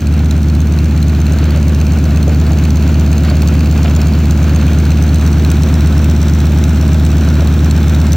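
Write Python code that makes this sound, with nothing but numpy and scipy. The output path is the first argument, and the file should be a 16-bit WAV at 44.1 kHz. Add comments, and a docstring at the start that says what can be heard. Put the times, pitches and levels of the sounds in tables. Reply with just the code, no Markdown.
"""A nine-cylinder radial aero engine idles on a concrete apron as the listener walks round the wing.
From the start, cylinders fire unevenly into one collector over a low hum, the two-blade propeller
chops the air and valves tick and clack; a bounce off the concrete combs blades and ticks.
From 1.4 s gusts rasp in the blades and hollow pops stand out; the exhaust coughs between 3 and 4 s.
The sound opens up until, at 5.5 s, the wing no longer shades it; a last gust and pop follow after 7 s."""
import sys
import numpy as np
from scipy import signal
from scipy.fft import rfft, irfft, next_fast_len
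from scipy.io import wavfile
from scipy.ndimage import uniform_filter1d, map_coordinates

SR = 44100
rng = np.random.default_rng(int(sys.argv[2]) if len(sys.argv) > 2 else 0)


def pcm_store(signal):
    """Save signal as 16-bit PCM."""
    levels = np.round(np.clip(np.atleast_2d(signal), -1, 1) * 32767)
    wavfile.write(sys.argv[1], SR, levels.astype(np.int16).T)


N = 359856

# the drifting idle: t/s, firing rate/Hz
IDLE = [(0, 75.18), (.8, 75.33), (1.8, 75.07), (3.4, 75.56), (4.4, 75.28), (5.3, 75.51), (8.16, 75.73)]
# in firing order: exhaust lag/ms, relative pulse/dB, collector echo/ms, echo gain, relative tick/dB
CYLINDERS = [(2.89, 5, 2.54, .58, -5), (1.99, -.7, 3.58, 1, 5), (1.67, -.7, 3.47, .49, 4),
             (1.72, -2.9, 8.02, 1, -14), (.48, 1.9, 3.59, .69, -2), (1.22, 5.2, 3.36, .67, -.5),
             (2.54, 1.3, 3.69, 1, 4), (1.88, .7, 8.65, .81, -3), (.75, 1.2, 3.1, 1, -6)]
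# bounce off the concrete: t/s, delay/ms
BOUNCE = [(0, 0.476), (4.1, 0.439), (6, 0.52), (8.16, 0.52)]
# colour of a valve tick: f/Hz, relative level/dB
TICK_COLOUR = [(700, -32), (1800, -33.5), (2600, -5), (4200, 0.5), (6300, -6), (8000, 3), (10500, -9.5),
               (15000, -6.5)]
BARK_DB, BARK_SHADE_DB = -14.5, 1.65  # exhaust bark in full view, and its loss behind the wing


def amp(db):
    """Decibels to gain."""
    return 10 ** (np.asarray(db) / 20)


def unit(x):
    """Scale to rms 1."""
    return x / np.sqrt(np.mean(x ** 2) + 1e-20)


def along(points, hz):
    """Interpolate (f/Hz, value) points on a log axis."""
    f, v = np.transpose(points)
    return np.interp(np.log(hz + 1), np.log(f + 1), v)


def curve(points):
    """Interpolate (t/s, value) points at every sample."""
    return np.interp(np.arange(N) / SR, *np.transpose(points))


def wobble(rate):
    """A smooth random curve, rate knots a second."""
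    knots = rng.standard_normal(int(N * rate / SR) + 4)
    return map_coordinates(knots, [np.arange(N) * rate / SR])


def filtered(x, response):
    """Filter x by a complex function of frequency."""
    size = next_fast_len(N + SR // 2)
    return irfft(rfft(x, size) * response(np.fft.rfftfreq(size, 1 / SR)), size)[..., :N]


def coloured(x, spectrum, size=32768):
    """x through a minimum-phase filter with the given spectrum, at rms 1."""
    gain = amp(along(spectrum, np.fft.rfftfreq(size, 1 / SR)))
    cepstrum = irfft(np.log(gain))
    cepstrum[1:size // 2] *= 2
    cepstrum[size // 2 + 1:] = 0
    ring = irfft(np.exp(rfft(cepstrum)))[:size // 2]
    return unit(signal.fftconvolve(np.atleast_2d(x), ring[None], axes=1)[:, :N])


def noise(width):
    """Stereo white noise; width is side against mid."""
    mid, side = rng.standard_normal((2, N))
    return np.array([mid + width * side, mid - width * side])


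def pulses(times, sizes):
    """Impulses placed between samples."""
    inside = (times > 0) & (times < (N - 2) / SR)
    at, part = np.divmod(times[inside] * SR, 1)
    at, sizes = at.astype(int), sizes[inside]
    return np.bincount(at, sizes * (1 - part), N) + np.bincount(at + 1, sizes * part, N)


def bursts(times, sizes, rise_ms, fall_ms):
    """An envelope that swells to a peak at each time and dies away."""
    ms = np.arange(-SR // 10, SR // 10) * 1000 / SR
    shape = np.exp(np.where(ms < 0, ms / rise_ms, -ms / fall_ms))
    return signal.fftconvolve(pulses(times, sizes), shape, "same")


def crank_times(slots, start_phase=.474):
    """When the crank reaches the given counts of firings; -1 outside the scene."""
    fired = np.cumsum(curve(IDLE)) / SR + start_phase
    return np.interp(slots, fired, np.arange(N) / SR, left=-1, right=-1)


def firings(count=630):
    """The time of every firing, and the columns of its cylinder."""
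    slots = np.arange(count)
    return crank_times(slots), np.array(CYLINDERS)[slots % len(CYLINDERS)].T


def crank_tones(rows, waver_db, drift_rad):
    """Tones locked to the crank, from (periods per engine cycle, level/dB); each wavers on its own."""
    cycles = np.cumsum(curve(IDLE)) / SR / len(CYLINDERS)
    tones = np.zeros(N)
    for order, db in rows:
        gain = amp(db + waver_db * wobble(4.6))
        phase = 2 * np.pi * (round(order) * cycles + rng.random())
        tones += gain * np.sin(phase + drift_rad * wobble(5.1))
    return np.sqrt(2) * tones


def hidden(times, clear_s=5.5):
    """How much of the engine the wing still shades, 0-1."""
    return np.clip(1 - times / clear_s, 0, 1) ** 2


def in_view(level_db, shade_db):
    """Gain that rises by shade_db to level_db as a source comes out from behind the wing."""
    return amp(level_db - shade_db * hidden(np.arange(N) / SR))


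def exhaust(scatter_db=.4, jitter_ms=.1, echo_scatter=.06, split_hz=103):
    """Each cylinder blows into the collector; part of the pulse runs round the ring and leaves late."""
    # resonances of the pipe: f/Hz, relative level/dB
    pipe_colour = [(8, -46), (28, -23.2), (45, -33.7), (62, -13.8), (78, .8), (100, -5.8), (122, -14),
                   (150, -.6), (185, -4.4), (225, -16.1), (270, -25.7), (350, -28.5), (460, -65),
                   (2500, -75.6)]
    times, (lag_ms, db, echo_ms, echo_gain, _) = firings()
    force, slip, echo_force, echo_slip = rng.standard_normal((len(times), 4)).T
    sizes = amp(db + scatter_db * force)
    direct = pulses(times + (lag_ms + jitter_ms * slip) / 1000, sizes)
    late_sizes = sizes * echo_gain * (1 + echo_scatter * echo_force)
    late = pulses(times + (lag_ms + echo_ms + jitter_ms * echo_slip) / 1000, late_sizes)
    pipe = coloured(direct + late, pipe_colour)
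    # the boom spreads all round, while the bark grows as the outlet comes into view
    boom = filtered(pipe, lambda hz: 1 / (1 + (hz / split_hz) ** 10))
    bark = pipe - boom
    return in_view(-10, shade_db=.45) * unit(boom) + in_view(BARK_DB, BARK_SHADE_DB) * unit(bark)


def growl():
    """A few engine orders set the collector ringing."""
    # ringing orders: periods per engine cycle, level against the bark/dB
    orders = [(35, -28), (39, -22.5), (41, -29), (42, -26), (43, -28), (44, -33), (48, -27.5), (54, -34),
              (55, -36)]
    return in_view(BARK_DB, BARK_SHADE_DB) * crank_tones(orders, waver_db=1.6, drift_rad=.3)


def throbs(half_width_ms=11, count=70, size=6001):
    """Short low throbs at fixed points of each cycle make the engine lope."""
    # the throbs: place in the firing order, f/Hz, level/dB, loss behind the wing/dB
    lope = [(.26, 310, -24, 6), (2.68, 265, -20, 1), (4.16, 350, -25, 10), (4.28, 220, -25, 2),
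            (4.66, 285, -21.5, 5), (8.52, 260, -19.5, 2)]
    t = (np.arange(size) - size // 2) / SR
    window = np.exp(-(1000 * t / half_width_ms) ** 2)
    out = np.zeros(N)
    for place, hz, db, shade_db in lope:
        times = crank_times(np.arange(count) * len(CYLINDERS) + place)
        level_db = db + rng.standard_normal(count) - shade_db * hidden(times)
        ring = window * np.cos(2 * np.pi * hz * t)
        out += signal.fftconvolve(pulses(times, amp(level_db)), ring, "same")
    return out


def hum(base_hz=24.45, drift_rad=.045):
    """A low hum wavers slightly and beats against the exhaust."""
    # hum partials: multiple of the base, level/dB
    partials = [(5, -30), (6, -38), (7, -37.5), (9, -38)]
    phase = 2 * np.pi * base_hz * np.arange(N) / SR + drift_rad * wobble(2.4)
    return np.sqrt(2) * sum(amp(db) * np.sin(multiple * phase + 2 * np.pi * rng.random())
                            for multiple, db in partials)


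def slipstream(swell_db=1.2):
    """The air behind the propeller rumbles in slow swells."""
    # colour of the rumble: f/Hz, relative level/dB
    rumble_colour = [(8, -19), (40, -6), (100, -7.5), (250, 1), (350, -2.5), (450, -11), (800, -43)]
    swell = amp(swell_db * wobble(5))
    return in_view(-28, shade_db=1.6) * swell * coloured(noise(.24), rumble_colour)


def scattered(x, fall_ms, size=2600):
    """A short flurry of reflections delays the frequencies differently but passes them all alike."""
    ms = np.arange(size) * 1000 / SR
    flurry = rng.standard_normal(size) * np.exp(-ms / fall_ms)
    all_pass = irfft(np.exp(1j * np.angle(rfft(flurry))))
    return signal.fftconvolve(x, all_pass)[:N]


def propeller(offset=.1, wander_s=.00013, slap_width=.14, swish_lag_s=.0017, chop_floor=1.6, count=280):
    """Blades pass four times in nine firings; each slaps the air, drags a swish and rasps in a gust."""
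    # colours of the blade's slap, swish and rasp: f/Hz, relative level/dB
    slap_colour = [(10, -54), (40, -29.5), (130, -19.5), (330, -1), (420, 0.5), (500, -5), (640, 2.5),
                   (900, 1), (1500, -11.5), (3000, -37)]
    swish_colour = [(100, -20), (350, 5.5), (650, 5), (1000, 0), (1450, 4), (1950, -5), (2300, -2),
                    (2700, -2.5), (3200, -6), (5000, -14), (9000, -17.5), (15000, -23)]
    rasp_colour = [(200, -17), (550, 10.5), (900, 2.5), (1500, 6), (2000, -2), (2900, -1), (4500, -6.5),
                   (9000, -37.5)]
    times = crank_times(np.arange(count) * len(CYLINDERS) / 4 + offset)
    slip, slap_force, swish_force = rng.standard_normal((count, 3)).T
    # eddies make the slaps wander a little in time and strength
    wander = wander_s * unit(uniform_filter1d(slip, 3))
    blades = pulses(times + wander, amp(1.5 * slap_force))
    # cowling, wing and ground smear each slap, a little differently left and right
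    mid = scattered(blades, fall_ms=25.7)
    side = slap_width * np.outer([1, -1], scattered(blades, fall_ms=47))
    slap = coloured(mid + side, slap_colour) * amp(.6 * wobble(18))
    chop = chop_floor + bursts(times + swish_lag_s, amp(2 * swish_force), rise_ms=6.8, fall_ms=4.1)
    swish = coloured(chop * noise(.04), swish_colour) * amp(1.1 * wobble(22))
    rasp = coloured(chop * noise(.1), rasp_colour)
    return in_view(-35, shade_db=5.1) * slap + in_view(-29, shade_db=3.65) * swish + gusts() * rasp


def drone(width=.45):
    """The blades, passing four times a cycle, sing a stack of clean tones."""
    # swells of the drone: t/s, level/dB
    swells = [(0, -48), (1, -47.5), (1.4, -44), (3.5, -43.5), (3.9, -47), (4.45, -42.5), (5, -48),
              (6, -48.5), (7, -44), (7.6, -51.5), (8.16, -50)]
    # its tones: multiple of the blade rate, relative level/dB
    harmonics = [(13, -1), (14, -1), (15, -6), (16, -7), (17, -3), (18, -3), (19, -3), (20, -3), (21, -10),
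                 (23, -6), (25, -4)]
    orders = [(4 * multiple, db) for multiple, db in harmonics]
    direct, reflected = (crank_tones(orders, waver_db=2, drift_rad=.65) for _ in range(2))
    return amp(curve(swells)) * (direct + width * np.outer([1, -1], reflected))


def clinks(times, db, hz, rise_ms, fall_ms, size=900):
    """Brief rings of steel, each peaking at its time."""
    offsets = np.arange(size) - size // 3
    t = offsets / SR
    shape = np.exp(np.where(t < 0, t / rise_ms, -t / fall_ms) * 1000)
    phase = 2 * np.pi * (hz[:, None] * t + rng.random((len(times), 1)))
    rings = amp(db)[:, None] * shape * np.sin(phase)
    at = np.round(times * SR).astype(int)[:, None] + offsets
    inside = (at >= 0) & (at < N)
    return np.bincount(at[inside], rings[inside], N)


def valves(scatter_db=2.5, jitter_ms=.66, ring_scatter_db=2, detune=.04):
    """Each valve ticks once a cycle and rings its gear, over the hiss of gas and cooling air."""
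    # modes of the valve gear: f/Hz, relative level/dB
    rocker_modes = [(2600, -5), (4200, 2), (5950, 4.5), (6450, 0), (7750, -1)]
    # colour of the hiss: f/Hz, relative level/dB
    hiss_colour = [(800, -21), (3000, 7), (4200, 7), (6000, 5.5), (8000, 3), (11000, -16), (15500, 2.5)]
    times, (*_, tick_db) = firings()
    slip, force = rng.standard_normal((len(times), 2)).T
    times = times + jitter_ms * slip / 1000
    tick_db = tick_db + scatter_db * force
    taps = bursts(times, amp(tick_db), rise_ms=1.7, fall_ms=2.6)
    ticks = coloured(taps * noise(.15), TICK_COLOUR)
    ring = np.zeros(N)
    for hz, db in rocker_modes:
        # no two blows ring the gear alike
        strength, pitch = rng.standard_normal((2, len(times)))
        ring_db = tick_db + db + ring_scatter_db * strength
        ring += clinks(times, ring_db, hz * (1 + detune * pitch), rise_ms=.9, fall_ms=1.6)
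    hiss = coloured(noise(.22), hiss_colour)
    return in_view(-31.5, shade_db=5) * (amp(-9) * ticks + amp(-11) * unit(ring) + amp(-6) * hiss)


def off_concrete(x, strength=.17):
    """The direct sound plus its bounce off the apron, whose delay changes as the listener walks."""
    late = np.arange(N) - curve(BOUNCE) * SR / 1000
    return x + strength * np.array([map_coordinates(side, [late]) for side in x])


def comb_hz(times):
    """The spacing of the frequencies that the concrete reinforces at these moments."""
    return 1000 / np.interp(times, *np.transpose(BOUNCE))


def slack_landings(scatter_db=1.6, detune=.02, shade_db=3, ping_teeth=2.96, count=70):
    """Valves with too much play land once a cycle, never quite alike; gives rows for clacks()."""
    # slack valves: place in the firing order, knock/dB, clank/dB, ping/dB
    slack_valves = [(1, -41, -43.5, -25.5), (2, -31.5, -30.5, -32), (6, -26.5, -26, -41.5)]
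    rows = []
    for place, *modes_db in slack_valves:
        times = crank_times(np.arange(count) * len(CYLINDERS) + round(place))
        chance = rng.standard_normal((count, 4))
        db = modes_db + scatter_db * chance[:, :3] - shade_db * hidden(times)[:, None]
        ping_hz = ping_teeth * comb_hz(times) * (1 + detune * chance[:, 3])
        rows.append(np.column_stack([times, db, ping_hz]))
    return np.vstack(rows)


def clacks(knock_hz=2574, clank_teeth=1.97, detune=.025, crack_trim_db=-3.5, min_gap_s=.005):
    """Slack valves land hard: a crack, the rocker's knock, a clank and a bright ping."""
    # the loudest landings: t/s, knock/dB, clank/dB, ping/dB, ping f/Hz
    loud = [(.071, -22, -23.5, -25.5, 6300), (0.311, -24, -18, -20.5, 6650), (0.789, -26, -21.5, -27, 6000),
            (1.028, -35, -18.5, -41, 6200), (1.267, -21.5, -20, -31, 6150), (1.387, -25, -23, -26, 6400),
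            (1.507, -27, -22, -40, 6100), (1.748, -27, -34, -25, 6300), (1.814, -19, -33, -22.5, 6370),
            (1.868, -21, -25, -28, 6200), (2.173, -20, -28, -23, 6230), (2.23, -30, -20.5, -25, 5900),
            (2.587, -24, -29, -27, 6400), (2.653, -18.5, -23, -25, 6440), (2.706, -26, -24, -22, 6070),
            (3.130, -20, -38, -21.5, 6440), (3.181, -21, -28, -19.5, 6400), (3.3, -22, -21, -44, 6200),
            (3.421, -15, -16.5, -25, 6300), (3.476, -40, -18, -22, 6440), (3.486, -18.5, -24, -20, 6400),
            (3.553, -25, -28, -31.5, 6400), (3.608, -19, -26, -26.5, 6400), (3.659, -21, -29, -28, 6430),
            (3.778, -20.5, -29, -30, 6500), (3.964, -32, -33, -16, 7000), (4.017, -20, -22, -29, 5750),
            (4.071, -36, -30, -22, 6550), (4.310, -34, -27, -18, 6400), (4.495, -22, -28, -28, 6400),
            (4.561, -25, -35, -21, 6540), (4.613, -22, -30.5, -28, 6260), (4.628, -22, -33, -33.5, 6400),
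            (4.667, -27, -42, -27.5, 6400), (4.681, -17, -33, -34, 6200), (4.918, -19.5, -29, -26, 6200),
            (4.973, -22, -27.5, -30, 6100), (5.025, -30, -38, -19, 6100), (5.276, -28, -33, -21, 5800),
            (5.449, -19, -20, -34, 5450), (5.503, -36, -38, -19.5, 5800), (5.516, -23, -41, -14.5, 7860),
            (6.044, -19, -28, -18, 7400), (6.164, -25, -31, -28.5, 5900), (6.229, -29, -33, -22.5, 5970),
            (6.284, -34, -22, -22, 5800), (6.404, -25, -25, -25, 5900), (6.640, -24, -19.5, -19.5, 6200),
            (7.051, -33, -32, -21.5, 5900), (7.711, -34, -18.5, -17, 7640), (7.947, -36, -21.5, -43, 5750),
            (8.121, -37, -25, -18, 5800), (8.132, -25, -31, -14, 6100)]
    usual = slack_landings()
    # a loud landing takes the place of the usual one
    free = np.abs(usual[:, :1] - np.array(loud)[:, 0]).min(axis=1) > min_gap_s
    times, knock_db, clank_db, ping_db, ping_hz = np.vstack([loud, usual[free]]).T
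    # the higher modes ring loudest near the comb's teeth, where the bounce adds in phase
    clank_hz = clank_teeth * comb_hz(times) * (1 + detune * rng.standard_normal(len(times)))
    crack_db = np.maximum(clank_db, ping_db) + crack_trim_db
    crack = bursts(times, amp(crack_db), rise_ms=1, fall_ms=2.2) * coloured(noise(.25), TICK_COLOUR)
    knock = clinks(times, knock_db, np.full(len(times), knock_hz), rise_ms=.37, fall_ms=1.46)
    clank = clinks(times, clank_db, clank_hz, rise_ms=.6, fall_ms=1.6)
    ping = clinks(times, ping_db, ping_hz, rise_ms=.42, fall_ms=1.6)
    return crack + knock + clank + ping


def gusts(rise_s=.0046, fall_s=.04):
    """Envelope of the blades' rasp: each gust rises quickly, holds and dies away."""
    # gusts that the propeller bites into: t/s, length/s, level/dB
    cues = [(1.381, 0.17, -31.5), (3.235, 0.078, -27), (3.875, 0.031, -33), (4.451, 0.28, -34),
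            (4.931, .13, -35.5), (7.1, 0.38, -39)]
    t = np.arange(N) / SR
    envelope = np.zeros(N)
    for start, length, db in cues:
        attack = np.clip((t - start) / rise_s, 0, 1)
        release = np.exp(-np.maximum(t - start - length, 0) / fall_s)
        envelope += amp(db) * attack * release
    return envelope


def pops(rise_ms=2.5, fall_ms=14, trim_db=-2.5):
    """Now and then a short, hollow pop stands out over the engine."""
    # the pops: t/s, level before trim/dB, pitch ratio
    cues = [(1.563, -19, 1), (2.276, -14.5, .95), (2.510, -19.5, 1.27), (3.315, -18, 1), (3.848, -16, 1.1),
            (7.42, -19.5, 1.05)]
    # colour of the usual pop: f/Hz, relative level/dB
    pop_colour = [(30, -35), (200, -9.5), (400, 10), (620, 17.5), (900, -12), (2000, -16), (3200, -16),
                  (6000, -36)]
    out = np.zeros((2, N))
    for peak_s, db, pitch in cues:
        envelope = bursts(np.array([peak_s]), amp([db + trim_db]), rise_ms, fall_ms)
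        out += envelope * coloured(noise(.13), np.array(pop_colour) * [pitch, 1])
    return out


def coughs(rise_ms=.7, fall_ms=4.5):
    """A charge that lights at the outlet coughs, short and bright."""
    # coughs of the exhaust: t/s, level/dB
    cues = [(3.254, -24.5), (3.284, -26), (3.850, -18.5), (3.859, -22), (3.880, -26.5)]
    # colour of a cough: f/Hz, relative level/dB
    cough_colour = [(300, -27), (800, 2), (1400, -5.5), (2000, -0.5), (3100, 0.5), (3800, -11.5),
                    (8000, -34)]
    times, db = np.transpose(cues)
    return bursts(times, amp(db), rise_ms, fall_ms) * coloured(noise(.15), cough_colour)


def scene():
    """The engine, its propeller and the air they stir."""
    return (exhaust() + growl() + throbs() + pops() + coughs() + drone() + hum() + slipstream()
            + clacks() + off_concrete(propeller() + valves()))


def record(dry, ceiling=.95, top_hz=15900):
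    """Two microphone ports differ in phase and level; peaks are rounded off and the band is limited."""
    # phase between the ports: f/Hz, left lead/rad
    port_phase = [(300, 0), (520, -.4), (700, 0), (2400, 0), (3400, .1), (4400, .6), (4850, 1.5), (5200, 0),
                  (6500, 1), (8000, 2.1), (9200, 3.05), (10000, 3.14), (11200, 3.25), (12800, 4.7),
                  (14400, 6.28)]
    # balance of the ports: f/Hz, left minus right/dB
    port_balance = [(330, 0), (500, -3.9), (1100, -4.5), (1450, 0)]

    def ports(hz):
        """Complex response, left and right."""
        lead = np.array([np.exp(1j * along(port_phase, hz)), np.ones_like(hz)])
        return lead * amp(along(port_balance, hz) * [[.5], [-.5]])

    heard = filtered(dry, ports)
    rounded = heard / (1 + np.abs(heard / ceiling) ** 10) ** (1 / 10)
    return filtered(rounded, lambda hz: hz < top_hz)


dry = scene()
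out = record(dry)
pcm_store(out)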